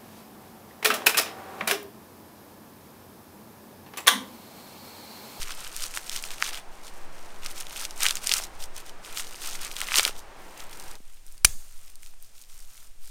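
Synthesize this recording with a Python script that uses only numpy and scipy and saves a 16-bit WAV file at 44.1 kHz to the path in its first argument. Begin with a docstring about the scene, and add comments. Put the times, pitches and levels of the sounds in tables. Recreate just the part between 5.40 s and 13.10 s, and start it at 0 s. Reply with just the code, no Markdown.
"""Close by in a murmuring wood, a hand peels and crushes dry bark: flakes crackle as clouds of tiny ringing
grains, and thicker plates crack off as sudden releases with splinters, heard through damped resonances.
From 5 s it stirs dead pine branches on the ground; the murmur drops away abruptly half a second later.
Just after 6 s a twig snaps as bursts of noise, loud enough to overload the microphone; low thuds follow it,
the wood answers with a faint, bright tail, and the stirring goes on lightly to the end."""
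import sys
import numpy as np
from scipy import signal
from scipy.fft import rfft, irfft, next_fast_len
from scipy.io import wavfile
from scipy.ndimage import uniform_filter1d, map_coordinates

SR = 44100
rng = np.random.default_rng(int(sys.argv[2]) if len(sys.argv) > 2 else 0)


def generate_wav(sig):
    """Save sig (samples, or channels by samples) to the path in sys.argv[1] as 16-bit PCM at SR."""
    pcm = np.round(np.clip(np.atleast_2d(sig).T, -1, 1) * 32767).astype(np.int16)
    wavfile.write(sys.argv[1], SR, pcm)


N = 339570  # samples, 7.7 s

# Levels in the event and murmur tables are balanced within a layer; each layer may be trimmed in the mix.
# Murmur of the wood, dropping away abruptly before the snap: time_s, rush_level_db, far_drone_level_db
MURMUR_LEVELS = [(0, -51, -61), (1.3, -51, -55.5), (1.9, -50, -59.5), (3.15, -50, -53.5),
                 (3.6, -50.5, -61.5), (4.4, -50, -56), (5.0, -50, -52.5), (5.3, -50, -57),
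                 (5.56, -49.5, -58), (5.585, -73, -77), (7.7, -79, -82)]
# Air buffeting the microphone: time_s, level_db
BUFFET_LEVELS = [(0, -41), (.12, -47.5), (.2, -54), (.8, -63), (1.3, -52), (1.7, -57), (2.9, -55.5),
                 (3.2, -46), (3.5, -61), (4.4, -57), (4.7, -49), (5.1, -55), (5.57, -47), (5.7, -63),
                 (6.1, -49), (6.4, -58), (7.7, -56)]
# Spectrum of the wood's broad rush: frequency_hz, relative_level_db (per Hz)
RUSH_SPECTRUM = [(40, -4), (110, -6.5), (170, -1), (240, -4), (350, 0.5), (550, -1), (800, -2), (1050, -2),
                 (1300, -2.5), (2000, -6), (3500, -14), (6000, -19), (10000, -34), (16000, -28)]
# Spectrum of the far drone: frequency_hz, relative_level_db (per Hz)
DRONE_SPECTRUM = [(100, -40.5), (450, -16.5), (700, -1.5), (820, 0), (1000, -3.5), (1400, -20),
                  (4000, -49.5)]
# Spectrum of the quiet hiss: frequency_hz, relative_level_db (per Hz)
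HISS_SPECTRUM = [(30, 13.5), (60, 11), (100, 8.5), (200, 1.5), (330, -1.5), (700, 0), (1300, -4),
                 (2500, -1), (4000, -2.5), (9000, -1.5), (16000, -7)]
# Spectrum of the slowest swells of air: frequency_hz, relative_level_db (per Hz)
DRAUGHT_SPECTRUM = [(1, -7.5), (3, -1.5), (5, 1), (9, 0), (13, -6.5), (20, -24), (40, -52), (200, -100)]
# Spectrum of the buffeting: frequency_hz, relative_level_db (per Hz)
BUFFET_SPECTRUM = [(8, -10), (20, 1.5), (32, -3), (50, -12), (80, -20), (130, -34), (300, -56.5),
                   (1000, -100)]
# Ring time of the trees, for a fall of 60 dB: frequency_hz, t60_s
TREE_RING_TIMES = [(100, .5), (600, .6), (2500, 0.43), (9000, .65), (16000, 0.55)]
# Colour of the trees' answer: frequency_hz, gain_db
TREE_COLOUR = [(100, 4.5), (400, 2.5), (1200, 1.5), (2800, -4.5), (6000, -2), (9000, -1.5), (16000, 0.5)]

# Pushes through the dead branches: start_s, length_s, needles_level_db, branches_level_db
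BRANCH_PUSHES = [(5.0, .13, -57, -59), (5.18, .04, -47.5, -47.5), (5.31, 0.21, -50.5, -53.5),
                 (5.66, 0.11, -60.5, -63.5), (5.865, 0.084, -58.5, -67), (6.2, .3, -56.5, -63),
                 (6.625, .05, -53, -63), (6.83, .02, -55, -68), (6.96, 0.058, -54, -64.5),
                 (7.1, .12, -53.5, -62.5), (7.29, .15, -54, -61.5), (7.63, .07, -53, -62)]
# A push: time to rise its last 10 dB, swell, and fall as the needles settle
PUSH_ATTACK_S, PUSH_BUILD_DB, PUSH_RELEASE_DB_PER_S = 0.027, 1, 200
# Clearest ticks of small twigs: start_s, level_db (over one millisecond), pitch_hz
CLEAR_TWIG_TICKS = [(5.2043, -34.5, 2600), (5.3987, -33.5, 6000), (5.5133, -38, 6100),
                    (5.5542, -38.5, 4300), (5.8658, -42, 9900), (5.9237, -41.5, 11100),
                    (5.9794, -42.5, 5400), (6.5001, -43.5, 7700), (6.556, -39, 8200), (6.6317, -41, 4500),
                    (6.8259, -36.5, 14000), (7.015, -42, 7100), (7.2031, -42, 8200)]
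# Spectrum of brushing needles: frequency_hz, relative_level_db (per Hz)
NEEDLE_SPECTRUM = [(300, -40), (1500, -17), (3000, -5.5), (5500, 2), (9200, 1), (13000, -1.5), (16000, -4)]

# The jolt of the break and its rebounds: start_s, level_db, pitch_hz, t60_s
BREAK_JOLTS = [(6.047, -17.5, 52, 0.08), (6.048, -27.5, 124, 0.038), (6.068, -27, 24, 0.26),
               (6.088, -37.5, 100, 0.092), (6.15, -53, 210, 0.13)]
# Fibre bundles of the snapping twig: start_s, level_db, t60_s
FIBRE_BREAKS = [(6.0452, -34, .012), (6.0472, -1, .015), (6.0501, -8, .012), (6.071, -37, .008),
                (6.093, -45, .012)]
# Colour of the parting fibres: frequency_hz, gain_db
FIBRE_COLOUR = [(60, -15.5), (500, -13), (1300, -7.5), (2500, -1.5), (5000, -0.5), (8000, 1.5),
                (12000, -2.5), (16000, -4.5)]
# Resonances of the twig: pitch_hz, relative_level_db
TWIG_RESONANCES = [(2450, -4), (2750, 1.5), (3050, -1.5), (3850, -3.5), (5975, 5), (7260, -2.5),
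                   (8250, -4.5), (9260, -3), (9750, 3)]
TWIG_T60_S = .02

# Duller knocks of thick wood: start_s, level_db (over one millisecond), pitch_hz
WOOD_KNOCKS = [(.5738, -24, 1304), (2.9214, -31, 650), (2.9999, -28, 850), (4.425, -29.5, 950),
               (4.545, -25, 1150), (4.585, -27, 380), (4.5958, -18.5, 740), (4.663, -26.5, 500),
               (4.694, -27.5, 548), (5.603, -42, 220), (6.6317, -39, 2500), (6.738, -49, 1007)]
# Pulls at the bark: start_s, length_s, thin_flakes_level_db, thick_flakes_level_db
BARK_PULLS = [(0.0, .03, -37.5, -43), (0.06, 0.061, -42.5, -41), (0.17, 0.099, -42.5, -45),
              (0.33, 0.057, -41.5, -47.5), (0.405, 0.051, -35, -42), (0.548, 0.0265, -36, -40.5),
              (0.64, .05, -44, -49), (0.72, 0.056, -36.5, -41.5), (0.84, 0.028, -38.5, -45.5),
              (0.905, 0.03, -40.5, -43), (1.0, .02, -40, -42), (1.035, 0.056, -36.5, -38.5),
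              (1.13, 0.052, -42, -40), (1.435, 0.05, -47, -55), (2.035, 0.028, -43, -42),
              (2.09, 0.023, -44, -45.5), (2.16, 0.052, -40.5, -44.5), (2.285, 0.057, -44.5, -47.5),
              (2.36, 0.084, -37, -40.5), (2.57, 0.033, -44, -50), (2.615, 0.048, -29, -28.5),
              (2.68, 0.027, -33.5, -36.5), (2.75, .025, -39.5, -43), (2.83, 0.052, -36.5, -40.5),
              (2.9, 0.086, -30.5, -35), (3.01, .035, -39.5, -46), (3.205, 0.0305, -41, -52),
              (3.365, 0.027, -41, -47), (3.455, 0.038, -50, -52), (3.66, 0.1, -47, -46),
              (3.77, 0.031, -32.5, -37.5), (4.02, .07, -36.5, -41), (4.11, 0.048, -40, -45),
              (4.215, 0.053, -38, -39.5), (4.37, 0.067, -38, -39), (4.47, 0.08, -38, -37),
              (4.555, 0.043, -25, -26.5), (4.63, 0.053, -32.5, -33), (4.76, .035, -47.5, -61)]
# A pull: time to rise its last 10 dB, swell while the strain builds, and fall once the bark gives
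PULL_ATTACK_S, PULL_BUILD_DB, PULL_RELEASE_DB_PER_S = 0.015, 3, 524
# The hand rests on the bark, or holds loose flakes, and they rustle faintly: start_s, length_s, level_db
HAND_GRIPS = [(0.0, 1.185, -47.5), (1.33, .32, -59), (1.73, .28, -57.5), (2.04, 1.02, -53), (3.14, .1, -60),
              (3.645, 1.06, -47.5)]
GRIP_THICK_DB = -5  # thick flakes against thin ones under a resting hand
# The biggest bark plates cracking: start_s, level_db (over one millisecond), pitch_hz
PLATE_CRACKS = [(0.0302, -25, 4704), (0.1072, -27.5, 2100), (0.3648, -23, 5450), (0.4396, -22, 4900),
                (0.5738, -22.5, 1880), (0.696, -21, 4700), (0.7623, -23, 4910), (0.8255, -29, 7970),
                (0.8391, -23.5, 3340), (0.9062, -28.5, 2800), (1.0247, -11.5, 2050), (1.0428, -24, 4810),
                (1.1321, -29, 3300), (1.1454, -26.5, 3500), (2.0618, -22, 3650), (2.2684, -31, 3790),
                (2.3087, -33, 3090), (2.4518, -21, 4190), (2.5088, -29.5, 5000), (2.606, -21.5, 6030),
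                (2.6226, -20.5, 3390), (2.6331, -12, 6800), (2.6546, -16, 2500), (2.6651, -10, 3380),
                (2.6856, -15.5, 4430), (2.7087, -13.5, 3900), (2.7551, -20.5, 7080), (2.7701, -24, 3490),
                (2.8714, -13, 5280), (2.8936, -14.5, 4200), (2.9161, -12.5, 3133), (2.9214, -14, 4196),
                (2.9385, -8.5, 4800), (3.038, -26.5, 5200), (3.2393, -29, 4500), (3.495, -35, 3500),
                (3.7841, -27, 7090), (4.06, -28, 5000), (4.2482, -26.5, 5170), (4.3142, -28.5, 3000),
                (4.3661, -23, 3800), (4.4048, -23, 5780), (4.4158, -20, 2190), (4.4867, -25, 1680),
                (4.5111, -25, 2694), (4.5195, -20, 1800), (4.5425, -15.5, 2500), (4.5573, -10.5, 4400),
                (4.5706, -13.5, 5500), (4.5773, -14.5, 4400), (4.5851, -9, 5330), (4.5958, -10, 3000),
                (4.6312, -17.5, 7100), (4.6513, -9.5, 3940), (4.6778, -21.5, 2905)]
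# Spectrum of thin flakes: frequency_hz, relative_level_db (per Hz)
THIN_SPECTRUM = [(300, -49), (1500, -20), (3000, -4.5), (4300, 0), (5700, 0.5), (7500, -1.5), (9200, -2),
                 (13000, -6), (16000, -10)]
# Spectrum of thick flakes and rubbing branches: frequency_hz, relative_level_db (per Hz)
THICK_SPECTRUM = [(80, -36.5), (250, -16.5), (600, -11), (950, -4), (1300, 2.5), (1700, -2), (2450, -0.5),
                  (3100, -2.5), (4000, -6.5), (6000, -23.5), (12000, -40.5)]
# Colour of the cracking plates: frequency_hz, gain_db
PLATE_COLOUR = [(300, -1), (900, -2), (1250, 4), (1700, -0.5), (2450, 0.5), (3100, 1.5), (4300, -3.5),
                (5800, 0.5), (7500, -1), (9300, 0.5), (16000, 1.5)]

# Colour of the microphone: frequency_hz, gain_db
MICROPHONE_COLOUR = [(20, 0), (8000, -0.5), (9500, 1.5), (10200, -4.5), (11500, -4), (13000, -2.5),
                     (15000, -3), (16000, -8.5)]
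TOP_HZ = 15950  # band limit of the microphone


def amp(db):
    """Decibels to gain."""
    return 10 ** (np.asarray(db) / 20)


def unit(x):
    """Scaled to rms 1."""
    return x / np.sqrt(np.mean(x ** 2) + 1e-20)


def along(points, hz):
    """Values between (frequency_hz, value) points, on a logarithmic frequency axis."""
    point_hz, values = np.transpose(points)
    return np.interp(np.log(hz + .1), np.log(point_hz), values)


def curves(rows):
    """One value per sample for each column after the time."""
    time_s, *columns = np.transpose(rows)
    return [np.interp(np.arange(N) / SR, time_s, column) for column in columns]


def wobble(rate):
    """A smooth random curve, rate knots a second."""
    knots = rng.standard_normal(int(N * rate / SR) + 4)
    return map_coordinates(knots, [np.arange(N) * rate / SR])


def add(track, start_s, sound):
    """Mix a sound into the track at its start time."""
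    part = track[max(0, round(start_s * SR)):][:len(sound)]
    part += sound[:len(part)]


def colour(x, spectrum, size=4096):
    """Causal minimum-phase filter with the given spectrum, so that clicks keep their sharp front."""
    gain = amp(along(spectrum, np.fft.rfftfreq(size, 1 / SR)))
    cepstrum = irfft(np.log(gain))
    # folding the cepstrum forward in time makes the filter minimum-phase
    cepstrum[1:size // 2] *= 2
    cepstrum[size // 2 + 1:] = 0
    response = irfft(np.exp(rfft(cepstrum)))[:size // 2]
    return signal.fftconvolve(x, response)[:len(x)]


def noise(spectrum):
    """Coloured noise of rms 1."""
    m = next_fast_len(N + SR)
    gain = amp(along(spectrum, np.fft.rfftfreq(m, 1 / SR)))
    white = rfft(rng.standard_normal(m))
    return unit(irfft(white * gain, m)[:N])


def strokes(rows, attack_s, build_db, release_db_per_s):
    """Level in dB of each layer under a series of hand movements: each sets in, swells and dies away."""
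    t, power = np.arange(N) / SR, 1e-10
    for start_s, length_s, *levels_db in rows:
        early_s = np.maximum(start_s - t, 0)
        late_s = np.maximum(t - start_s - length_s, 0)
        swell = np.clip((t - start_s) / length_s, 0, 1) - 1
        shape_db = build_db * swell - 10 * early_s / attack_s - release_db_per_s * late_s
        shape = amp(np.maximum(shape_db, -100))
        power = power + np.outer(amp(levels_db), shape) ** 2
    return 10 * np.log10(power)


def crackle(spectrum, rate, spread_db, clump_db, cycles, centre_hz,
            clump_rate=260, clump_life=.002, size=72):
    """Tiny fractures, near rms 1: each rings its own flake for a few cycles, and they come in avalanches."""
    count = int(rate * N / SR)  # rate and clump_rate are per second, clump_life in seconds
    when, strength, phase, pitch = rng.random((count, 4)).T
    start = (when * (N - size)).astype(int)
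    hz = centre_hz * 5 ** (2 * pitch - 1)
    hz = np.minimum(hz, SR / 2 * (1 - phase / 2))[:, None]
    gain = amp(spread_db * np.minimum(-np.log(1 - strength), 4))[:, None]
    turns = hz * np.arange(size) / SR
    ring = np.exp(-turns / cycles) * np.sin(2 * np.pi * (turns + phase[:, None]))
    grains = gain * hz * ring * np.linspace(1, 0, size)
    places = start[:, None] + np.arange(size)
    x = np.bincount(places.ravel(), grains.ravel(), N)
    # an avalanche starts at once and dies away within milliseconds
    triggers = (rng.random(N) < clump_rate / SR) * rng.exponential(1, N) ** 2
    avalanche = signal.lfilter([1], [1, -np.exp(-1 / (clump_life * SR))], triggers)
    clumping = np.sqrt(1 + amp(clump_db) ** 2 * avalanche / np.mean(avalanche))
    x = colour(x * clumping, spectrum)
    # the hand feeds energy in steadily: a large fracture relieves its neighbours
    power = uniform_filter1d(x ** 2, size=SR // 50)
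    power = np.abs(uniform_filter1d(power, size=SR // 70))
    return x / np.sqrt(power + np.mean(power) / 100)


def small_cracks(level_db, rate, crowding, over_db, spread_db, centre_hz, octaves):
    """Rows of chance cracks that grow louder and more frequent with the rustle they come from."""
    when, luck, strength, pitch = rng.random((int(rate * N / SR), 4)).T
    rustle_db = level_db[(when * N).astype(int)]
    crack_db = rustle_db + over_db + spread_db * (2 * strength - 1)
    hz = centre_hz * 2 ** (octaves * (2 * pitch - 1))
    rows = np.transpose([when * N / SR, crack_db, hz])
    return rows[luck < amp(crowding * (rustle_db - level_db.max()))]


def cracks(rows, quality, splinter_db, splinter_t60, size=1024):
    """Each crack is one sudden release and a spray of splinters, heard through a heavily damped plate."""
    out, t = np.zeros(N), np.arange(size) / SR
    for start_s, level_db, hz in rows:
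        hz = np.clip(hz, 100, 14000)
        life_s = splinter_t60 * np.exp(rng.normal(0, .3))
        spray = rng.standard_normal(size) * rng.exponential(1, size) * amp(-60 * t / life_s)
        # splinters are small, so their spray is bright
        spray = signal.lfilter(*signal.butter(1, 3000, "high", fs=SR), spray)
        force = amp(splinter_db) * spray / np.linalg.norm(spray)
        force[0] += rng.choice([-1, 1])  # the release pushes or pulls
        ring = signal.lfilter(*signal.iirpeak(hz, max(quality, hz / 9000), SR), force)
        # a small plate radiates little below its pitch and is too slow far above it
        ring = signal.lfilter(*signal.butter(2, hz / 2, "high", fs=SR), ring)
        ring = signal.lfilter(*signal.butter(1, min(3 * hz, 19000), fs=SR), ring)
        # the level counts the whole energy as if spread over one millisecond
        add(out, start_s, amp(level_db) * ring / np.linalg.norm(ring) * np.sqrt(SR / 1000))
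    return out


def air():
    """The murmur of the wood, a quiet hiss, and slow swells of air on the microphone, all shaped noise."""
    rush_db, drone_db = curves(MURMUR_LEVELS)
    rush = amp(rush_db + 0.36 * wobble(5)) * noise(RUSH_SPECTRUM)
    drone = amp(drone_db + 0.92 * wobble(7)) * noise(DRONE_SPECTRUM)
    draught = amp(-35.5) * noise(DRAUGHT_SPECTRUM)
    buffet_db, = curves(BUFFET_LEVELS)
    buffet = amp(buffet_db + 1.5 * wobble(8.3)) * noise(BUFFET_SPECTRUM)
    hiss = amp(-59.5 + 0.62 * wobble(8.2)) * noise(HISS_SPECTRUM)
    return rush + drone + draught + buffet + hiss


def trees(x, near_db, near_t60, far_db):
    """Nearby ground and trunks scatter a short answer, the wood beyond a long faint one."""
    hz, t, cells = signal.stft(rng.standard_normal(SR * 3 // 4), SR, nperseg=256)
    # each frequency dies away at its own pace
    decay = amp(-60 * t / along(TREE_RING_TIMES, hz)[:, None])
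    far = colour(signal.istft(cells * decay, SR, nperseg=256)[1], TREE_COLOUR)
    t = np.arange(len(far)) / SR
    near = rng.standard_normal(len(t)) * amp(-60 * t / near_t60)
    answer = amp(far_db) * far / np.linalg.norm(far) + amp(near_db) * near / np.linalg.norm(near)
    soft_onset = 1 - np.exp(-t / .002)
    return signal.fftconvolve(x, answer * soft_onset)[:N]


def branches():
    """Dry needles brush each other while small twigs rub and tick, all as tiny fractures."""
    needles_db, branches_db = strokes(BRANCH_PUSHES, PUSH_ATTACK_S, PUSH_BUILD_DB, PUSH_RELEASE_DB_PER_S)
    needles = amp(needles_db + 1.5) * crackle(
        NEEDLE_SPECTRUM, rate=6000, spread_db=2.0, clump_db=0.5, cycles=1.8, centre_hz=7000)
    rubbing = amp(branches_db) * crackle(
        THICK_SPECTRUM, rate=2500, spread_db=3.5, clump_db=5.5, cycles=1.6, centre_hz=2000)
    chance_ticks = small_cracks(
        needles_db, rate=28, crowding=.3, over_db=8.5, spread_db=3.5, centre_hz=6300, octaves=.8)
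    ticks = amp(1.5) * cracks(
        [*CLEAR_TWIG_TICKS, *chance_ticks], quality=0.58, splinter_db=2.5, splinter_t60=0.0079)
    return needles + rubbing + ticks


def jolt():
    """The freed branch kicks back with a few low thuds, each a decaying sine."""
    out, t = np.zeros(N), np.arange(SR // 3) / SR
    for start_s, level_db, hz, t60_s in BREAK_JOLTS:
        add(out, start_s, -amp(level_db - 60 * t / t60_s) * np.sin(2 * np.pi * hz * t))
    return out


def fracture():
    """Force of the parting fibre bundles, a decaying noise burst each; the loudest part within milliseconds."""
    force, t = np.zeros(N), np.arange(SR // 20) / SR
    for start_s, level_db, t60_s in FIBRE_BREAKS:
        add(force, start_s, amp(level_db - 60 * t / t60_s) * rng.standard_normal(len(t)))
    return force


def snap():
    """The fracture cracks through the air and briefly rings the twig's resonances."""
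    force, t = fracture(), np.arange(SR // 20) / SR
    ring = sum(amp(db - 60 * t / TWIG_T60_S) * np.cos(2 * np.pi * hz * t) for hz, db in TWIG_RESONANCES)
    crack = amp(5.5) * colour(force, FIBRE_COLOUR)
    return crack + amp(-29.5) * signal.fftconvolve(force, ring)[:N]


def knocks():
    """Thick wood knocks: sudden releases through damped resonances, mostly low."""
    return amp(-1) * cracks(WOOD_KNOCKS, quality=1.6, splinter_db=1, splinter_t60=0.016)


def bark():
    """Thin outer flakes fizz, thicker ones crunch, and whole plates crack off."""
    pull_db = strokes(BARK_PULLS, PULL_ATTACK_S, PULL_BUILD_DB, PULL_RELEASE_DB_PER_S)
    grip_db, = strokes(HAND_GRIPS, PULL_ATTACK_S, 0, PULL_RELEASE_DB_PER_S)
    # the louder of pulling and gripping is heard
    thin_db, thick_db = np.maximum(pull_db, [grip_db, grip_db + GRIP_THICK_DB])
    thin = amp(thin_db + 0.57) * crackle(
        THIN_SPECTRUM, rate=8000, spread_db=2.5, clump_db=0.5, cycles=1.8, centre_hz=5960)
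    thick = amp(thick_db - 0.3) * crackle(
        THICK_SPECTRUM, rate=3500, spread_db=3, clump_db=3.0, cycles=2.2, centre_hz=2020)
    chips = small_cracks(
        thin_db, rate=100, crowding=.17, over_db=9.0, spread_db=3.5, centre_hz=4790, octaves=1.0)
    plates = amp(0.42) * cracks(
        [*PLATE_CRACKS, *chips], quality=1.34, splinter_db=-2, splinter_t60=.007)
    return thin + thick + colour(plates, PLATE_COLOUR)


def scene():
    """All the handling close by, in the open wood."""
    handling = knocks() + bark() + branches()
    answer = trees(handling, near_db=-20, near_t60=.12, far_db=-27)
    # the fracture leaves in every direction with a different colour, so its echoes blend into a smooth wash
    wash = np.zeros(N)
    for _ in range(4):
        outgoing = colour(fracture(), FIBRE_COLOUR)
        wash += trees(outgoing, near_db=-23.5, near_t60=.15, far_db=-23.0)
    return (handling + snap() + answer + wash + jolt() + air())[None]


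def record(dry):
    """The microphone colours the treble, overloads on the snap and keeps nothing above its band limit."""
    x = colour(dry[0], MICROPHONE_COLOUR)
    x = x / (1 + np.abs(x / .92) ** 6) ** (1 / 6)  # overload bends peaks towards 0.92
    m = next_fast_len(N + SR // 2)
    kept = np.fft.rfftfreq(m, 1 / SR) < TOP_HZ
    return irfft(rfft(x, m) * kept, m)[None, :N]


dry = scene()
out = record(dry)
generate_wav(out)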